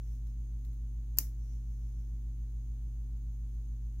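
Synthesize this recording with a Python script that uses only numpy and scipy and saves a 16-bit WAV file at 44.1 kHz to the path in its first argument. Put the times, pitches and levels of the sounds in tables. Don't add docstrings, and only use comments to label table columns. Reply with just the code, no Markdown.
import sys
import numpy as np
from scipy import signal
from scipy.fft import rfft, irfft
from scipy.io import wavfile
from scipy.ndimage import uniform_filter1d

SR = 44100
rng = np.random.default_rng(int(sys.argv[2]) if len(sys.argv) > 2 else 0)


def bounce(signal):
    frames = np.transpose(np.atleast_2d(signal))
    limited = np.clip(frames, -1, 1)
    pcm = np.round(limited * 32767).astype(np.int16)
    wavfile.write(sys.argv[1], SR, pcm)


N = 176400
TIME = np.arange(N) / SR
BIN_HZ = np.fft.rfftfreq(N, 1 / SR)
MOTOR_HZ, MAINS_HZ = 53.08, 60.01

# t/s, gain/dB
CATCH_HITS = [(1.1728, -27), (1.1856, 2)]


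def from_db(db):
    return 10 ** (np.asarray(db) / 20)


def pan(db):
    return from_db(np.array([[db], [-db]]) / 2)


def per_bin(points):
    hz, value = np.transpose(points)
    return np.interp(np.log(BIN_HZ + 1), np.log(hz), value)


def noise(colour):
    x = irfft(rfft(rng.standard_normal(N)) * from_db(per_bin(colour)), N)
    return x / x.std()


def wide_noise(colour):
    return np.array([noise(colour), noise(colour)])


def attack(seconds):
    return 1 - np.exp(-TIME / seconds)


def decay(t60):
    return np.exp(-np.log(1000) * np.minimum(TIME / t60, 10))


def ring(hz, db, t60):
    return from_db(db) * np.sin(2 * np.pi * hz * TIME) * decay(t60)


def play(cues, sound):
    out = np.zeros_like(sound)
    for start_s, db in cues:
        i = max(int(round(start_s * SR)), 0)
        out[..., i:] += from_db(db) * sound[..., :N - i]
    return out


def clasp():
    # f/Hz, level/dB, t60/s, left over right/dB
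    bracelet_modes = [(880, -46.5, .01, 6.5), (1200, -44, 0.012, 8), (1720, -40, .012, -3),
                      (2760, -38.5, .012, 5), (4590, -30, .006, 11.5), (5040, -27.5, .009, 8.5),
                      (6300, -32, .009, 3), (6830, -29.5, 0.0072, 6.5), (8470, -21.5, .003, 2),
                      (10000, -25.5, 0.0049, 8), (10950, -21.5, .004, 3.5), (12290, -13.5, .005, 10.5),
                      (13200, -13, .005, 3), (14506, -18.5, 0.0037, -6.5)]
    # delay/s, gain/dB
    chatter = [(0, 0.5), (.00032, -10.5), (.0011, -14.5), (.0021, -22.5)]
    # f/Hz, level/dB, t60/s
    wire_modes = [(5365, -64, .28), (5588, -56.5, .13), (5948, -60.5, 0.25), (6368, -64, .17),
                  (11800, -58.5, .15), (12420, -61, .18), (12500, -50.5, .1), (14290, -59, .14),
                  (14920, -57, .12)]
    # f/Hz, level/dB, t60/s
    knock_modes = [(182, -52.5, .06), (392, -51, 0.045)]
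    # f/Hz, level/dB
    scatter_eq = [(100, -12), (330, -5), (550, -17), (1200, -23), (2600, -15), (3500, -15.5), (4300, -9),
                  (5500, -1.5), (7000, 3), (9000, -3), (13000, 6.5), (16000, -7)]
    # delay/s, gain/dB
    reflections = [(.0099, -31), (.0165, -31.5), (.0205, -32.5)]
    left_lag_s = .000136
    left, right = sum((-1) ** k * pan(side_db) * ring(hz, db, t60)
                      for k, (hz, db, t60, side_db) in enumerate(bracelet_modes))
    late_left = play([(left_lag_s, 0)], left)
    metal = play(chatter, np.array([late_left, right]))
    echoes = play(reflections, metal[::-1])
    wires = sum(ring(*mode) for mode in wire_modes)
    knock = sum(ring(*mode) for mode in knock_modes)
    scatter = from_db(-21) * wide_noise(scatter_eq) * attack(.0006) * decay(t60=.019)
    return play(CATCH_HITS, metal + echoes + wires + knock + scatter + room_tail())


def rush_before_snap():
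    # f/Hz, level/dB
    rush_eq = [(200, 6.5), (700, 7), (2000, -1), (3500, -10), (6000, 0), (9000, -7), (13000, -0.5),
               (16000, -3)]
    (touch_s, _), (snap_s, _) = CATCH_HITS
    gate = (TIME > touch_s) & (TIME < snap_s)
    return from_db(-54) * gate * wide_noise(rush_eq)


def hinge():
    # t/s, gain/dB
    tick_cues = [(.2698, -45.5), (.6494, -41), (.7302, -47.5)]
    # f/Hz, level/dB
    tick_eq = [(500, -7), (1600, -2), (2100, 2), (2900, -10), (4400, 2), (5800, -6), (8300, -3), (9500, -9),
               (11000, -7), (16000, -1)]
    tick = from_db(-15.5) * pan(4) * wide_noise(tick_eq) * decay(t60=.019)
    return play(tick_cues, tick + from_db(12) * room_tail())


def gloves():
    # peak t/s, length/s, swish level/dB, sheen level/dB
    rubs = [(.1, 0.25, -76.5, -75.5), (.29, .08, -79, -90), (1.49, .26, -74.5, -82),
            (1.86, 0.74, -80, -82.5), (3.58, .3, -92, -84)]
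    # f/Hz, level/dB
    swish_eq = [(250, -3), (450, 4), (1000, -19), (2200, -13.5), (5150, -16.5), (5450, 1), (6300, -1.5),
                (7400, -18), (16000, -31)]
    # f/Hz, level/dB
    sheen_eq = [(1000, -11), (6000, -5.5), (9500, -4), (11500, 0), (14000, -1), (16000, -2)]
    swish, sheen = wide_noise(swish_eq), wide_noise(sheen_eq)
    strokes = np.zeros((2, N))
    for peak_s, length_s, swish_db, sheen_db in rubs:
        swell = np.cos(np.pi * np.clip((TIME - peak_s) / length_s, -.5, .5))
        strokes += (from_db(swish_db) * swish + from_db(sheen_db) * sheen) * swell
    weave = uniform_filter1d(rng.standard_normal(N), size=300)
    grain_db = 1.5 * weave / weave.std()
    return strokes * from_db(grain_db) * pan(8)


def room_tail():
    # f/Hz, level/dB
    reverb_eq = [(100, 1), (280, 4), (500, -8), (1200, -12.5), (2100, -8.5), (3200, -17), (4300, -11),
                 (5500, -0.5), (7000, -1), (8300, -8.5), (10500, -3), (12500, 2.5), (15500, 0.5)]
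    crossover_hz = 8950
    wash = wide_noise(reverb_eq)
    lows = irfft(rfft(wash) / (1 + (BIN_HZ / crossover_hz) ** 10), N)
    tail = lows * decay(t60=.235) + (wash - lows) * decay(t60=.21)
    return from_db(-38) * pan(2) * tail * attack(.004)


def motor():
    hum_hz = [MOTOR_HZ, MAINS_HZ, 2 * MAINS_HZ - MOTOR_HZ, 2 * MAINS_HZ + MOTOR_HZ, 2 * MAINS_HZ, 3 *
              MAINS_HZ, 4 * MAINS_HZ, 6 * MAINS_HZ, 8 * MAINS_HZ, 6 * MOTOR_HZ, 428]
    hum_db = [-37, -52.5, -63.5, -70, -51, -69, -66.5, -88.5, -90.5, -76.5, -86]
    swell_s = 3.2879
    hum = np.zeros((2, N))
    for hz, db in zip(hum_hz, hum_db):
        tone = -np.sqrt(2) * np.cos(2 * np.pi * hz * (TIME - swell_s))
        hum += from_db(db) * pan(1.4 if hz > 100 else 0) * tone
    return hum


def room_rumble():
    # f/Hz, level/dB
    rumble_eq = [(20, -6.5), (38, 2), (47, 5), (62, 1.5), (80, 0), (110, -2), (135, -1), (170, -4.5),
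                 (205, -11), (270, -8.5), (340, -14), (430, -22.5), (600, -30), (850, -26.5), (1100, -34),
                 (1400, -34.5), (3000, -48.5)]
    # f/Hz, correlation
    correlation = [(40, 0.94), (80, 1), (130, .55), (200, .4), (290, 0.49), (640, 0.097), (1400, 0.069)]
    alike = np.clip(per_bin(correlation), -1, 1)
    mid, side = rfft(wide_noise(rumble_eq))
    mid *= np.sqrt((1 + alike) / 2)
    side *= np.sqrt((1 - alike) / 2)
    return from_db(-59) * pan(.6) * irfft(np.array([mid + side, mid - side]), N)


def microphone_hiss():
    # f/Hz, left level/dB, right level/dB
    hiss_eq = [(500, -3.5, -1), (2022, 0, 0.5), (4000, -0.5, 1), (5100, -0.5, -6.5), (6090, 2, 4),
               (6100, 10, -8), (6550, 14.5, -1), (6930, 9, 1), (7140, -3.5, -3), (7570, -4, -12.5),
               (8095, 1, 1), (8720, 2, -10.5), (9380, -4.5, -5.5), (11300, -.5, -2), (15500, 0, -1.5)]
    left = from_db(-71) * noise([(hz, db) for hz, db, _ in hiss_eq])
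    right = from_db(-75.5) * noise([(hz, db) for hz, _, db in hiss_eq])
    return np.array([left, right])


def scene():
    return (clasp() + hinge() + gloves() + motor()
            + room_rumble() + microphone_hiss() + rush_before_snap())


def record(dry):
    cutoff_hz = 15800
    return signal.sosfilt(signal.ellip(10, .2, 80, cutoff_hz, fs=SR, output="sos"), dry)


dry = scene()
out = record(dry)
bounce(out)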